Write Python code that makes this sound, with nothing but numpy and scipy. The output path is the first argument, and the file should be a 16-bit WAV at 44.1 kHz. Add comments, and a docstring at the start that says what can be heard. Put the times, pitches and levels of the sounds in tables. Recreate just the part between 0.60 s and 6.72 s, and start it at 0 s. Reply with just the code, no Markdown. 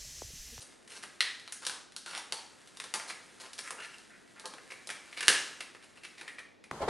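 """A faint scrape and rustle of fingers, then sharp snaps: hands pry a stiff plastic blister off its card.
Fingers, card and the packed part slide over the shell by stick-slip friction, in runs of tiny jerks.
The snaps are the shell buckling. Each contact excites the bending modes of the panel it bends.
A desk mat and the walls of a small, fairly live room reflect the sound to a near-mono microphone,
over steady low room noise."""
import sys
import numpy as np
from scipy import signal
from scipy.fft import rfft, irfft, next_fast_len
from scipy.io import wavfile
from scipy.ndimage import uniform_filter1d, minimum_filter1d

SR = 44100
rng = np.random.default_rng(int(sys.argv[2]) if len(sys.argv) > 2 else 0)


def log_audio(samples):
    """Write samples as a 16-bit WAV file to the path given in sys.argv[1]."""
    # one column per channel
    frames = np.atleast_2d(samples).T
    # limit to full scale, then quantise
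    limited = np.clip(frames, -1, 1)
    pcm = np.round(limited * 32767).astype(np.int16)
    wavfile.write(sys.argv[1], SR, pcm)


N = 269759


def amp(db):
    """Amplitude ratio of a level in decibels."""
    return 10 ** (np.asarray(db) / 20)


def unit_rms(x):
    """Normalisation to an rms of one."""
    return x / np.sqrt(np.mean(x ** 2) + 1e-20)


def curve(points, hz):
    """Interpolation of (f/Hz, value) points on a logarithmic frequency axis."""
    f, value = np.transpose(points)
    return np.interp(np.log(hz + 1), np.log(f + 1), value)


def add(mix, start_s, sound):
    """Superposition of a sound on the mix, from start_s on."""
    part = mix[max(round(start_s * SR), 0):][:len(sound)]
    part += sound[:len(part)]


def filtered(x, points):
    """Zero-phase filtering by a (f/Hz, gain/dB) curve."""
    size = next_fast_len(len(x) + SR // 10)
    gain = amp(curve(points, np.fft.rfftfreq(size, 1 / SR)))
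    return irfft(rfft(x, size) * gain, size)[:len(x)]


def minimum_phase(gain):
    """Minimum-phase impulse response of a gain spectrum: a sharp onset that rings out."""
    log_gain = np.log(np.maximum(np.r_[gain, gain[-2:0:-1]], 1e-5))
    spectrum = np.exp(np.conj(signal.hilbert(log_gain)))
    return np.fft.ifft(spectrum).real[:len(gain)]


# Spectrum of room noise and microphone hiss: f/Hz, relative density/dB
NOISE_SPECTRUM = [(20, -17.5), (50, -8.5), (80, -9), (125, -5), (190, 0.5), (260, 4), (400, 0.5),
                  (700, -3.5), (1500, -14), (4000, -13), (11000, -32.5)]
# Stereo width of that noise: f/Hz, side re mid/dB
NOISE_WIDTH = [(50, 8), (250, 0), (500, 0.5), (1000, 1.5), (2000, 1), (6000, -53)]
def room_noise(level_db=-65, hum_hz=100, hum_db=-84.5):
    """Stationary noise floor with a faint mains hum, as (mid, side)."""
    mid, side = (amp(level_db) * unit_rms(filtered(rng.standard_normal(N), NOISE_SPECTRUM))
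                 for _ in range(2))
    hum = amp(hum_db) * np.sqrt(2) * np.sin(2 * np.pi * hum_hz * np.arange(N) / SR)
    return np.array([mid + hum, filtered(side, NOISE_WIDTH)])


# Reverberation time of the room: f/Hz, T60/s
ROOM_T60 = [(150, 0.5), (500, 0.55), (1400, 0.57), (3700, 0.55), (7000, 0.53), (11000, 0.34)]
# Colour of the reverberation: f/Hz, gain/dB
ROOM_COLOUR = [(150, 5), (500, 0), (1500, -2.5), (4000, -4), (10000, 0)]
def reverberation(build_s=0.0036):
    """Diffuse field: dense wall reflections build up and decay exponentially, the top treble fastest."""
    t = np.arange(SR) / SR
    hz, frame_s, spectra = signal.stft(rng.standard_normal(SR), SR, nperseg=256)
    decay = amp(-60 * frame_s / curve(ROOM_T60, hz)[:, None])
    tail = signal.istft(spectra * decay, SR, nperseg=256)[1][:SR]
    tail *= 1 - np.exp(-(t / build_s) ** 2)
    return filtered(tail / np.linalg.norm(tail), ROOM_COLOUR)


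# Early reflections from desk, body and near walls: delay/s, gain/dB
REFLECTIONS = [(.0057, -8.5), (.0066, -35), (.0098, -17), (0.015, -19), (0.0193, -13), (.0236, -23)]
# Phase mismatch of the two close microphone capsules: f/Hz, side re mid/dB
CAPSULE_MISMATCH = [(300, -24), (4000, -24), (8000, -30)]
# Stereo width of the reverberation: f/Hz, side re mid/dB
REVERB_WIDTH = [(50, 3.5), (130, -10.5), (280, -8.5), (550, -17.5), (1100, -11), (2500, -23.5),
                (9000, -65.5)]
def room(direct, diffuse, tails=3):
    """Multipath propagation: direct sound, early reflections and reverberation, as (mid, side)."""
    mid, side = direct.copy(), np.zeros(N)
    for delay_s, db in REFLECTIONS:
        add(mid, delay_s, amp(db) * direct)
    mismatch = filtered(signal.hilbert(mid).imag, CAPSULE_MISMATCH)
    phase = 2 * np.pi * np.arange(N) / SR
    for k in range(tails):  # the tail shifts as the hands move: a 1 Hz constant-power crossfade
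        feed = diffuse * np.sqrt(2 / tails) * np.cos(phase + np.pi * k / tails)
        mid += signal.oaconvolve(feed, reverberation())[:N]
        side += signal.oaconvolve(feed, reverberation())[:N]
    return np.array([mid, filtered(side, REVERB_WIDTH) + mismatch])


def stick_slip(count, per_s, spread_db, smooth):
    """Stick-slip friction: Poisson-timed jerks of very uneven size over smooth sliding noise."""
    jerks = (rng.random(count) < per_s / SR) * rng.choice([-1., 1.], count)
    jerks *= amp(spread_db * np.minimum(rng.exponential(1, count), 4))
    return unit_rms(jerks) + smooth * rng.standard_normal(count)


# How busily the fingers shift on the shell: t/s, relative level/dB
GRIP_ENVELOPE = [(0, -49.5), (0.25, -57), (0.75, -50), (1.25, -65), (1.6, -53.5), (2.1, -52.5),
                 (2.75, -49.5), (3.1, -56), (3.33, -48.5), (3.6, -56), (4.0, -52.5), (4.45, -49.5),
                 (4.85, -40), (5.1, -57), (5.45, -56), (5.72, -51.5), (5.95, -90)]
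# Spectrum of skin rubbing on plastic: f/Hz, relative density/dB
GRIP_SPECTRUM = [(100, -17), (350, 2), (800, -0.5), (1700, 7.5), (3000, 2), (6000, -1.5), (9500, -1.5),
                 (12000, -14.5)]
def grip_rustle(level_db=-11):
    """Friction of shifting skin on the plastic makes a faint ticking and rustle."""
    times, db = np.transpose(GRIP_ENVELOPE)
    friction = stick_slip(N, per_s=400, spread_db=3.0, smooth=0.85)
    envelope = amp(np.interp(np.arange(N) / SR, times, db) + level_db)
    return unit_rms(filtered(friction, GRIP_SPECTRUM)) * envelope


# Each hold bends the shell anew and retunes its panel: start t/s, lower mode f/Hz, height/dB,
# upper mode f/Hz, height/dB, low band re body/dB, edge band re top/dB
HOLDS = [(0, 1750, 0, 2900, 4, -2.5, 3.5), (0.55, 1920, 7.5, 4100, 5, -15.5, 15.5),
         (0.9, 1570, 6, 9600, 9, -15, -4.5), (1.0, 1520, 6.5, 4360, 1.5, -14.5, 6.5),
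         (1.3, 1485, 11.5, 4330, 3, -8, 6.5), (1.5, 840, 7.5, 5580, 8, -8.5, 7.5),
         (1.7, 870, 9, 4510, 10, -10.5, 9), (2.0, 1770, -1, 3720, 5, -8, 7),
         (2.3, 890, 2.5, 4640, 6, -12, 2), (2.45, 2290, 3, 4230, 5, -9, 5.5),
         (2.65, 480, 0.5, 5200, 1, -5, 6), (3.02, 526, 5, 1337, 6.5, -11, -2.5),
         (3.15, 1390, 6, 2770, 10, -8, 7.5), (3.45, 1490, 12, 2500, 9, -2, 2),
         (3.7, 1230, 7, 4360, 5.5, -3.5, 7.5), (3.9, 460, 8, 1540, 8, -4.5, 8),
         (4.05, 2300, 12.5, 2750, 6.5, -3.5, 7.5), (4.25, 2330, 7, 3350, 5, -6, 5),
         (4.5, 2310, 12, 2970, 5.5, -9.5, 12), (4.6, 1680, 8, 2800, 6, -6, 6),
         (4.95, 2120, 1, 2670, 4.5, -2.5, 7.5), (5.55, 1890, 6.5, 2370, 7.5, -8.5, 8.5),
         (6.0, 568, 4.5, 2390, 11, -12, 5)]
# Bands of a contact's colour (low, body, middle at 0 dB, edge, top): f/Hz
BANDS_HZ = [370, 920, 1950, 4100, 6600]
# Response common to the scrapes and snaps, the shell's colour with low room resonances around 230-430 Hz: f/Hz,
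# gain/dB
COMMON_RESPONSE = [(30, -31.5), (100, -18), (230, -4.5), (310, -0.5), (430, 5.5), (700, -1.5), (1700, 3.5),
                   (3000, 2.5), (4200, 2), (5900, 3.5), (7900, 1), (9500, 5.5), (10800, -1.5),
                   (11800, -13.5)]
def panel(force, at_s, body_db, treble_db, width_hz=120, width_share=0.0097, size=4096):
    """Forced vibration of the panel as held at at_s: a broad colour and two damped modes; unit energy."""
    hold = [row for row in HOLDS if row[0] <= at_s][-1]
    _, lower_hz, lower_db, upper_hz, upper_db, low_db, edge_db = hold
    hz = np.fft.rfftfreq(size, 1 / SR)
    bands_db = (body_db + low_db, body_db, 0, treble_db + edge_db, treble_db)
    colour = amp(curve(list(zip(BANDS_HZ, bands_db)), hz) + curve(COMMON_RESPONSE, hz))
    modes_db = sum(db / (1 + ((hz - f) / (width_hz + width_share * f)) ** 2)
                   for f, db in ((lower_hz, lower_db), (upper_hz, upper_db)))
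    power = amp(modes_db) ** 2
    power /= uniform_filter1d(power, size=201)  # the modes gather the energy of their neighbourhood
    sound = signal.fftconvolve(force, minimum_phase(colour * np.sqrt(power)))
    return sound / np.linalg.norm(sound)


# A finger or the card slides over the shell: t/s, duration/s, relative level/dB, body/dB, treble/dB
SCRAPES = [(0, 0.033, -49, 7, 14), (0.284, 0.11, -50.5, -2.5, -5.5), (0.424, 0.023, -47, -8.5, -7.5),
           (0.796, 0.006, -48.5, -6, -1), (0.958, 0.021, -52, 11, 10), (1.016, .039, -48.5, 9.5, -5.5),
           (1.463, 0.06, -45.5, 3.5, -9), (1.518, 0.084, -43.5, -1.5, -11.5), (2.474, .042, -45, 7.5, 2.5),
           (2.798, 0.024, -47, 4, -1), (2.831, 0.038, -50, 5, -9.5), (2.977, 0.019, -43, -3, 0),
           (3.032, 0.061, -46, -8.5, -12.5), (3.174, 0.04, -48.5, 4, -20), (3.218, 0.046, -45.5, -33, -21),
           (3.333, 0.014, -50, -15, -19), (3.49, 0.082, -58, -21, -42), (3.755, 0.057, -55, -3, -23),
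           (3.838, .03, -47.5, 10, -27), (4.105, 0.026, -49, -5, -11.5), (4.565, 0.042, -42, -12, -17),
           (4.648, 0.039, -44, 4.5, -1), (5.223, 0.026, -54.5, -3, -11), (5.359, 0.026, -54.5, -7, -19),
           (5.432, 0.029, -50, -30, -15.5), (5.572, .049, -52.5, 0.5, -11), (5.676, 0.027, -46, -27.5, -27),
           (5.779, 0.031, -46, -6.5, -23)]
def scrapes(level_db=-2.0, fade_share=0.37):
    """Frictional excitation: each run of slips swells and fades, driving the panel beneath it."""
    out, span = np.zeros(N), SR // 5
    for start_s, length_s, db, body_db, treble_db in SCRAPES:
        count = int(length_s * SR)
        drift = unit_rms(uniform_filter1d(rng.standard_normal(span), size=200))
        catching = amp(3 * drift)  # the finger grabs and lets go
        friction = catching * stick_slip(span, per_s=1500, spread_db=2.5, smooth=0.78)
        force = friction[:count] * signal.windows.tukey(count, fade_share)
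        gain = amp(db + level_db) * np.sqrt(count)
        add(out, start_s, gain * panel(force, start_s, body_db, treble_db))
    return out


def whitened(burst, size=4096):
    """Spectral whitening: the broad spectrum of a burst is levelled and its fine ripple stays."""
    broad_power = uniform_filter1d(abs(rfft(burst, size)) ** 2, size=91)
    return signal.fftconvolve(burst, minimum_phase(1 / np.sqrt(broad_power + 1e-9)))[:size]


def dispersed(x, lag_s=0.000871, reference_hz=1000, size=8192):
    """Dispersion: bending waves carry treble faster than bass; lag_s is the group delay at reference_hz."""
    hz = np.fft.rfftfreq(size, 1 / SR)
    phase = 4 * np.pi * lag_s * np.sqrt(hz * reference_hz)
    return irfft(rfft(x, size) * np.exp(-1j * phase), size)


# The shell buckles or is knocked; a broad patch has more body, a sharp crease more treble:
# t/s, relative level/dB, crumple T60/s, body/dB, treble/dB
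SNAPS = [(0.276, -52.5, 0.022, -3, -3), (0.4365, -42.5, 0.012, -3, -13.5), (0.6056, -21.5, 0.014, -10, -14),
         (0.8766, -44.5, .01, 4, -10.5), (0.9221, -37.5, 0.03, -6, 1.5), (1.0506, -39.5, .016, -9, 0),
         (1.066, -29.5, 0.021, 5.5, 1.5), (1.096, -36, 0.012, 6, -6.5), (1.3213, -54, 0.013, -15, -9),
         (1.3638, -38.5, 0.0075, 4, 4.5), (1.4608, -42, 0.018, 4, -6), (1.576, -38, .018, 5.5, -2.5),
         (1.723, -30.5, 0.0085, 6.5, -1), (2.0734, -53, 0.024, 8, -1), (2.171, -47, 0.011, 7, 2),
         (2.1998, -37.5, 0.014, -5.5, -9.5), (2.2395, -42, 0.021, 7.5, -3.5),
         (2.3392, -30, 0.0079, 1.5, -1.5), (2.3448, -34, 0.063, 13.5, -1), (2.398, -40, 0.012, -8, -17),
         (2.4986, -39.5, 0.024, -11, -18), (2.505, -42.5, 0.015, -3, -19), (2.9322, -45, 0.015, -3.5, 2),
         (2.99, -37.5, 0.0097, -1, -5.5), (3.1061, -37, 0.018, 8, -3.5), (3.2008, -41.5, 0.035, -8, -20.5),
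         (3.383, -54, 0.011, -3, 12), (3.797, -47.5, 0.0075, 19, 10), (3.856, -39, .01, 8.5, 3),
         (3.937, -45, 0.019, 12.5, -7.5), (3.9823, -49.5, 0.014, -11.5, -26),
         (4.1042, -46.5, 0.014, -18.5, -27.5), (4.119, -42, 0.016, -9.5, -23),
         (4.2721, -42, 0.012, 16.5, 11), (4.291, -39.5, 0.0094, -3, -14), (4.3013, -36, 0.019, -7, -14),
         (4.3083, -42.5, .015, -6, -5.5), (4.527, -45, 0.022, -9, -19.5), (4.5743, -40.5, .01, 2.5, -11.5),
         (4.6068, -32.5, 0.017, -7, -10.5), (4.6279, -33, 0.031, -7.5, -14.5),
         (4.6815, -13.5, .006, -6.5, -7.5), (4.7004, -35, .015, 6.5, -11),
         (5.0059, -37, 0.019, -4.5, -10.5), (5.148, -48.5, 0.014, -3.5, -20),
         (5.4343, -50, 0.022, -10, -14), (5.4485, -43.5, 0.022, -13, -17), (5.6122, -42.5, 0.016, 2, -15),
         (5.6785, -41, 0.021, -10.5, -20), (5.7902, -47, 0.026, -10, -14), (6.0395, -51, 0.019, -8, -14.5),
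         (6.1115, -34, 0.016, 9.5, -21.5)]
def snaps(direct_db=-1.5, diffuse_db=-1, jolt=2.57, rise_share=0.021):
    """Snap-through buckling: a crease flips with one jolt, then crumples briefly; as (direct, diffuse)."""
    direct, diffuse = np.zeros((2, N))
    t = np.arange(SR // 20) / SR
    blow = np.sqrt(.009 * SR)  # the energy of 9 ms at unit rms
    for start_s, db, t60, body_db, treble_db in SNAPS:
        contact = start_s, body_db, treble_db
        age = t / t60
        envelope = amp(-60 * age) * (1 - np.exp(-age / rise_share))
        force = rng.standard_normal(len(t)) * envelope
        force[0] = jolt
        bending_wave = dispersed(whitened(force))
        add(direct, start_s, amp(db + direct_db) * blow * panel(bending_wave, *contact))
        # summed over all directions the crumpling's ripple evens out, so an impulse feeds the room
        add(diffuse, start_s, amp(db + diffuse_db) * blow * panel(np.ones(1), *contact))
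    return np.array([direct, diffuse])


def scene(balance_db=.12):
    """Superposition of package and room, almost straight ahead, as (left, right)."""
    direct, diffuse = snaps() + scrapes() + grip_rustle()  # friction feeds both paths alike
    mid, side = room(direct, diffuse) + room_noise()
    return np.array([(mid + side) * amp(balance_db), (mid - side) * amp(-balance_db)])


def record(dry, ceiling=.93, cutoff_hz=12000):
    """Peak limiting over about a millisecond, then band limiting by a low-pass filter."""
    headroom = np.minimum(1, ceiling / (abs(dry).max(0) + 1e-9))
    gain = uniform_filter1d(minimum_filter1d(headroom, size=45), size=45)
    lowpass = signal.firwin(201, cutoff_hz, window=("kaiser", 8), fs=SR)
    return signal.oaconvolve(dry * gain, lowpass[None], "same")


dry = scene()
out = record(dry)
log_audio(out)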